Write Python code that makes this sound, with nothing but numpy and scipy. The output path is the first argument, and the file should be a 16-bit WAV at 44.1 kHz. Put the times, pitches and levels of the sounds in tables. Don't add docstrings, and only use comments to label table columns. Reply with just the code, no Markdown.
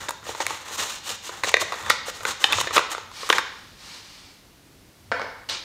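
import sys
import numpy as np
from scipy import signal
from scipy.fft import rfft, irfft
from scipy.io import wavfile

SR = 44100
rng = np.random.default_rng(int(sys.argv[2]) if len(sys.argv) > 2 else 0)


def store_wav(level_fs):
    pcm = np.round(np.clip(np.atleast_2d(level_fs), -1, 1) * 32767)
    wavfile.write(sys.argv[1], SR, pcm.T.astype(np.int16))


def elevation(decibels):
    levels = np.asarray(decibels, float)
    return 10 ** (levels / 20)


N = 248724

# start in seconds, length in seconds, hiss level in dB,
# card body relative to the hiss in dB.
STROKES = [(0.235, 0.11, -37.5, 0.5), (0.325, 0.22, -41, -0.5), (0.44, 0.013, -47, -7),
           (0.765, 0.089, -28.5, -2), (1.03, 0.14, -33.5, -4), (1.22, 0.09, -38, -5.5),
           (1.595, 0.041, -29.5, -5), (2.255, 0.083, -30.5, 0.5), (2.395, 0.093, -33.5, -1.5),
           (2.8, 0.017, -44, -7), (3.25, 0.17, -38, 0.5), (2.645, 0.027, -40, -9)]
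JERKS = [
    (0, 0.082, -41.5, 4),
    (0.485, 0.17, -40.5, 1.5),
    (0.645, 0.1, -41, 3.5),
    (0.84, 0.16, -35, -4.5),
    (1.305, 0.15, -44, 4.5),
    (1.433, 0.035, -30, -2),
    (1.84, 0.12, -42, 9),
    (2.125, 0.17, -44.5, -2.5),
]
PULLS = [
    (0.71, 0.054, -31.5, -3),
    (1.645, 0.2, -44.5, 5.5),
    (2.055, 0.051, -33, -1.5),
    (2.59, 0.028, -30, -4),
    (2.635, 0.013, -46, 18.5),
    (2.725, 0.045, -24.5, -1),
    (2.897, 0.039, -33.5, 0),
]
SCUFFS = [
    (0.084, 0.0095, -30, 3),
    (0.398, 0.033, -32.5, -1),
    (1.46, 0.046, -27, -3),
    (2.48, 0.072, -34, 8.5),
    (2.535, 0.087, -27.5, -8),
    (3.33, 0.051, -38.5, 9),
]
# start in seconds, length in seconds,
# hiss level in dB, share of the length spent rising, sheen relative to the hiss in dB.
SLIDES = [
    (1.896, 0.033, -22, 0.061, -20),
    (3.109, 0.21, -38.5, 0.58, -11.5),
    (3.32, 0.08, -38.5, 0.68, -15),
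    (3.403, 0.52, -54.5, 0.31, -16),
    (3.754, 0.29, -43.5, 0.63, -13.5),
    (4.014, 0.42, -49, 0.093, -15),
    (5.487, 0.11, -31, 0.05, -36),
]

# start in seconds, peak level in dB, ring in Hz, contact length in seconds.
SNAPS = [(0.402, -23, 930, 0.0027), (0.422, -22, 910, 0.0012), (0.506, -17.5, 880, 0.0039),
         (1.436, -7, 1620, 0.0029), (1.568, -9, 2000, 0.003), (1.722, -13.5, 921, 0.0098),
         (1.904, 1.5, 1400, 0.00083), (2.082, -23, 523, 0.0035), (2.252, -9, 1450, 0.003),
         (2.441, 1.5, 3010, 0.0025), (2.454, -24, 3000, 0.0017), (2.53, -5, 2600, 0.0024),
         (2.997, -37.5, 1170, 0.0026), (3.115, -32, 1010, 0.003), (3.3, -3, 3130, 0.0032),
         (3.327, -3, 1700, 0.0045), (3.383, -5.5, 1590, 0.0024), (3.39, -13, 1060, 0.0031)]
KNOCKS = [(0.085, -20, 1640, 0.0038), (0.229, -33.5, 1330, 0.0044), (0.349, -21, 966, 0.0046),
          (0.404, -12, 880, 0.0062), (1.103, -27.5, 2800, 0.0068), (1.293, -21.5, 970, 0.0052),
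          (1.444, -11.5, 1750, 0.0024), (1.541, 1, 1930, 0.0022), (1.741, -18.5, 1240, 0.0047),
          (2.207, -22.5, 1390, 0.009), (2.584, -12.5, 1100, 0.0025), (2.602, -15, 3550, 0.003),
          (2.672, -12.5, 1710, 0.0082), (2.708, -17, 1110, 0.009), (2.949, -16.5, 1240, 0.0021),
          (2.981, -18.5, 895, 0.0048), (3.232, -21.5, 1050, 0.0062), (3.302, 0.5, 1124, 0.0011)]
CRACKS = [(0.092, -13, 910, 0.0035), (0.107, -16, 1010, 0.0027), (0.466, -6.5, 2220, 0.0011),
          (1.092, -19, 3020, 0.0036), (1.492, -14, 2390, 0.0018), (1.616, -15, 1130, 0.0033),
          (1.9, -4, 2030, 0.0021), (2.233, -23.5, 1260, 0.021), (2.612, -12.5, 1090, 0.0024),
          (3.291, -13.5, 1220, 0.022), (1.517, -20, 930, 0.0016), (3.591, -38, 7500, 0.001),
          (2.524, -6, 3500, 0.0036)]
THUMPS = [
    (0.267, -28.5, 890, 0.0038),
    (0.292, -20.5, 1080, 0.0024),
    (0.71, -31, 1330, 0.003),
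    (1.475, -21.5, 1700, 0.0042),
    (1.622, -18.5, 890, 0.0075),
]
TEARS = [
    (2.7648, -3.5, 1200, 0.0027),
    (2.7695, -4, 3060, 0.0024),
    (2.7785, -1.5, 1080, 0.0033),
    (2.781, -6, 2600, 0.0035),
    (2.792, -6.5, 1100, 0.0018),
    (2.799, -26.5, 1300, 0.0022),
]
DROPS = [
    (5.1165, -11, 1050, 0.0036),
    (5.1205, -10, 1700, 0.0039),
    (5.196, -15.5, 910, 0.0017),
    (5.217, -18, 1300, 0.0038),
]
FLICKS = [
    (5.490, -20.5, 2960, 0.0092),
    (5.4965, -13.5, 4100, 0.0022),
]

# centre in Hz, width in Hz, level in dB.
CARD = [(197.5, 80, -6), (336, 180, -0.5), (558, 121, 3.5), (820, 140, 7.5), (1160, 416, 9.5),
        (1545, 480, 8.5), (1864, 290, 10), (2740, 3100, -2.5), (3493, 470, 8), (6740, 970, 1.5)]
TABLE = [(277, 37, -1), (465, 120, -2), (960, 230, -14), (1360, 310, 9.5), (1700, 690, -1),
         (2200, 300, 2.5), (3520, 5400, -10), (6400, 76, -31)]

# frequency in Hz, level in dB per Hz.
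NAIL = [(1350, -35), (2300, -5), (2970, 0), (3260, -4), (4140, -1), (4560, -6), (4970, -6), (6920, -1),
        (9000, -14), (11700, -44), (19800, -120)]
RASP = [(4820, -30), (8200, 0), (10000, -5), (12500, -8), (15000, -7), (16000, -15), (16400, -28)]
SKIN = [(1350, -31), (2300, -1), (2530, -6), (2860, -2), (3350, -3), (4510, 0), (6650, -8), (9000, -18),
        (11700, -48), (19800, -120)]
SHEEN = [(4820, -30), (8200, 0), (9180, -5), (14700, -15), (16100, -21), (16400, -34)]
FLOOR = [(180, -16.7), (450, 0.5), (700, -1.8), (1000, -4.0), (1500, -4.8), (2200, -5.4), (3200, -6.6),
         (4400, -6.4), (6000, -8.8), (8000, -11.9), (11000, -13.2), (15000, -15.2), (16000, -15.6)]
RUMBLE = [(12, -47), (20, -23), (43, -5.5), (87, -10), (222, -9), (242, -13), (278, -9.5), (400, -17),
          (520, -46), (880, -120)]

# time in seconds, boom level in dB.
BOOM_SWELLS = [(0.02, -47), (0.28, -46), (0.49, -53), (0.67, -53), (0.79, -48), (1.11, -52), (1.47, -44),
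               (1.63, -47), (1.87, -43), (2.14, -54), (2.31, -50), (2.57, -38), (2.63, -36.5), (2.77, -46.5),
               (3.05, -53), (3.68, -49), (5.11, -43.5), (5.25, -46), (5.51, -51)]
# frequency in Hz, time to fall 60 dB in seconds.
ROOM = [(200, 0.45), (800, 0.72), (2000, 0.74), (5000, 0.79), (9000, 0.28), (15000, 0.097)]

CUTOFF_HZ = 16500


def rubbing(strokes, hiss, top, fibres, bluntness):
    body, skin, rasp = pressure(strokes, bluntness)
    signs = rng.choice([-1, 1], (2, N))
    shaken = rms_one(butter(body_of(fibres, CARD), 2600, "low"))
    hissing = coloured(fibres * signs[0], hiss)
    rasping = coloured(fibres * signs[1], top)
    return body * shaken + skin * hissing + rasp * rasping


def pressure(strokes, bluntness):
    power = np.zeros((3, N + SR))
    for s, length, rise, *levels_db in strokes:
        u = np.arange(round(length * SR)) / (length * SR)
        rise = np.clip(rise, .05, .95)
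        swell = np.sin(np.pi / 2 * np.minimum(u / rise, (1 - u) / (1 - rise))) ** bluntness
        at = round(max(s, 0) * SR)
        power[:, at:at + len(u)] += elevation(2 * np.array(levels_db))[:, None] * swell ** 2
    return np.sqrt(power[:, :N])


def grains(per_s, spread_db, clump_db):
    sizes = elevation(spread_db * np.minimum(rng.exponential(1, N), 5)) * rng.choice([-1, 1], N)
    born = rng.random(N) < per_s / SR
    return rms_one(sizes * born * elevation(clump_db * drift(30.3))) + 1e-18


def moves(rows, rise, rasp_db):
    return [(s, length, rise, db + body_db, db, db + rasp_db) for s, length, db, body_db in rows]


def glides(rows, body_db):
    return [(s, length, rise, db + body_db, db, db + sheen_db) for s, length, db, rise, sheen_db in rows]


def knocks(events, modes, ring_q, body_db, soft_hz, first):
    size = 4096
    out, t = np.zeros(N + size), np.arange(size) / SR
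    for s, peak_db, hz, thud_db, crack_db, length in events:
        crunch = rng.standard_normal(size) * np.exp(-t / max(length, 2e-4)) * np.minimum(t * 6000, 1)
        crunch[4] += first * np.sqrt(np.sum(crunch ** 2))
        push = butter(crunch, soft_hz, "low")
        panel = rms_one(resonate(push, hz, hz / ring_q))
        body = rms_one(body_of(push, modes))
        thud = rms_one(resonate_twice(crunch, 507, 570))
        crack = rms_one(butter(crunch, [5000, 11000], "band", order=1))
        hit = panel + elevation(body_db) * body + elevation(thud_db) * thud + elevation(crack_db) * crack
        at = round(s * SR)
        out[at:at + size] += elevation(peak_db) * hit / np.abs(hit).max()
    return out[:N]


def contacts(rows, thud_db, crack_db):
    return [(s, db, hz, thud_db, crack_db, length) for s, db, hz, length in rows]


def body_of(x, modes):
    return sum((-1) ** k * elevation(db) * resonate(x, hz, width) for k, (hz, width, db) in enumerate(modes))


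def boom():
    boom_swell_s, rest_db = 0.037, -57
    lumps = rms_one(resonate_twice(rng.standard_normal(N), 92.4, 37))
    t = np.arange(N) / SR
    boom_swells = sum(elevation(db) * np.exp(-.5 * ((t - s) / boom_swell_s) ** 2) for s, db in BOOM_SWELLS)
    return elevation(-6.0) * (elevation(rest_db) + boom_swells) * lumps


def room(x):
    t = np.arange(SR) / SR
    noise = rng.standard_normal((2, SR))
    tail = sum(elevation(-60 * t / at_hz(ROOM, hz)) * band for hz, band in bands(noise, 118))
    tail *= np.clip((t - .004) / 0.0023, 0, 1)
    return signal.fftconvolve(x, tail / np.sqrt(np.sum(tail ** 2)))[:N]


def passing():
    centre_s, length_s = 4.68, 0.14
    swell = np.exp(-.5 * ((np.arange(N) / SR - centre_s) / length_s) ** 2)
    return elevation(-62) * swell * rms_one(resonate_twice(rng.standard_normal(N), 298, 260))


def distant_rumble():
    return elevation(-57 + 1.5 * drift(9.5)) * coloured(rng.standard_normal(N), RUMBLE)


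def floor_hiss():
    return elevation(-56) * coloured(rng.standard_normal(N), FLOOR)


def rms_one(x):
    return x / np.sqrt(np.mean(x ** 2) + 1e-20)


def at_hz(points, hz):
    table_hz, values = np.transpose(points)
    return np.interp(np.log(hz), np.log(table_hz), values)


def drift(rate):
    r = np.exp(-80 * np.pi * rate / SR)
    noise = rng.standard_normal(N // 40 + 2002)
    slow = signal.lfilter([1], [1, -2 * r, r * r], noise)[2000:]
    return np.interp(np.arange(N) / 40, np.arange(len(slow)), rms_one(slow))


def resonate(x, hz, width_hz):
    r = np.exp(-np.pi * width_hz / SR)
    top = np.array([1, 0, -1]) * (1 - r * r) / 2
    return signal.lfilter(top, [1, -2 * r * np.cos(2 * np.pi * hz / SR), r * r], x)


def resonate_twice(x, hz, width_hz):
    return resonate(resonate(x, hz, width_hz), hz, width_hz)


def butter(x, hz, kind, order=2):
    return signal.sosfilt(signal.butter(order, hz, kind, fs=SR, output="sos"), x)


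def bands(x, low_hz):
    count = round(3 * np.log2(CUTOFF_HZ / low_hz))
    edges = np.geomspace(low_hz, 1.1 * CUTOFF_HZ, count + 1)
    for k, (low, high) in enumerate(zip(edges, edges[1:])):
        yield np.sqrt(low * high), butter(x[k % len(x)], [low, high], "band")


def coloured(x, spectrum):
    hz = np.maximum(np.fft.rfftfreq(N, 1 / SR), 1)
    return rms_one(irfft(rfft(x) * elevation(at_hz(spectrum, hz)), N))


def scene():
    rubs = moves(STROKES, rise=0.42, rasp_db=-10.5) + moves(JERKS, rise=0.2, rasp_db=-10)
    rubs += moves(PULLS, rise=0.93, rasp_db=-8.5) + moves(SCUFFS, rise=0.62, rasp_db=-18)
    fibres = grains(per_s=7300, spread_db=2.0, clump_db=2.0)
    strokes = rubbing(rubs, NAIL, RASP, fibres, bluntness=0.74)
    slides = rubbing(glides(SLIDES, body_db=-6), SKIN, SHEEN, rng.standard_normal(N), bluntness=0.89)

    on_card = contacts(SNAPS, thud_db=-44.5, crack_db=-22)
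    on_card += contacts(KNOCKS, thud_db=-6, crack_db=-25)
    on_card += contacts(CRACKS, thud_db=-13.5, crack_db=-6)
    on_card += contacts(THUMPS, thud_db=21.5, crack_db=-2)
    on_card += contacts(TEARS, thud_db=-6.5, crack_db=-21)
    on_table = contacts(DROPS, thud_db=-0.5, crack_db=-39)
    plug_on_plug = contacts(FLICKS, thud_db=-19, crack_db=-12)
    snaps = knocks(on_card, CARD, ring_q=6.5, body_db=-5, soft_hz=4930, first=.7)
    drops = knocks(on_table, TABLE, ring_q=3.5, body_db=3, soft_hz=3500, first=1.08)
    flicks = knocks(plug_on_plug, CARD, ring_q=2.9, body_db=-13, soft_hz=7000, first=0.34)

    sends = elevation(-13.5) * snaps + elevation(-3) * (drops + flicks) + elevation(-9.5) * strokes + elevation(-8.5) * slides
    near = strokes + slides + snaps + drops + flicks
    background = boom() + passing() + distant_rumble() + floor_hiss()
    return (near + room(sends) + background)[None]


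def roll_off(x):
    return signal.sosfilt(signal.butter(12, 16520, fs=SR, output="sos"), x)


def record(dry):
    rounded = 1.3 * np.tanh(dry / 1.3)
    low_pass = signal.cheby2(12, 60, CUTOFF_HZ, fs=SR, output="sos")
    mix = signal.sosfilt(low_pass, rounded)
    return roll_off(mix)


dry = scene()
out = record(dry)
store_wav(out)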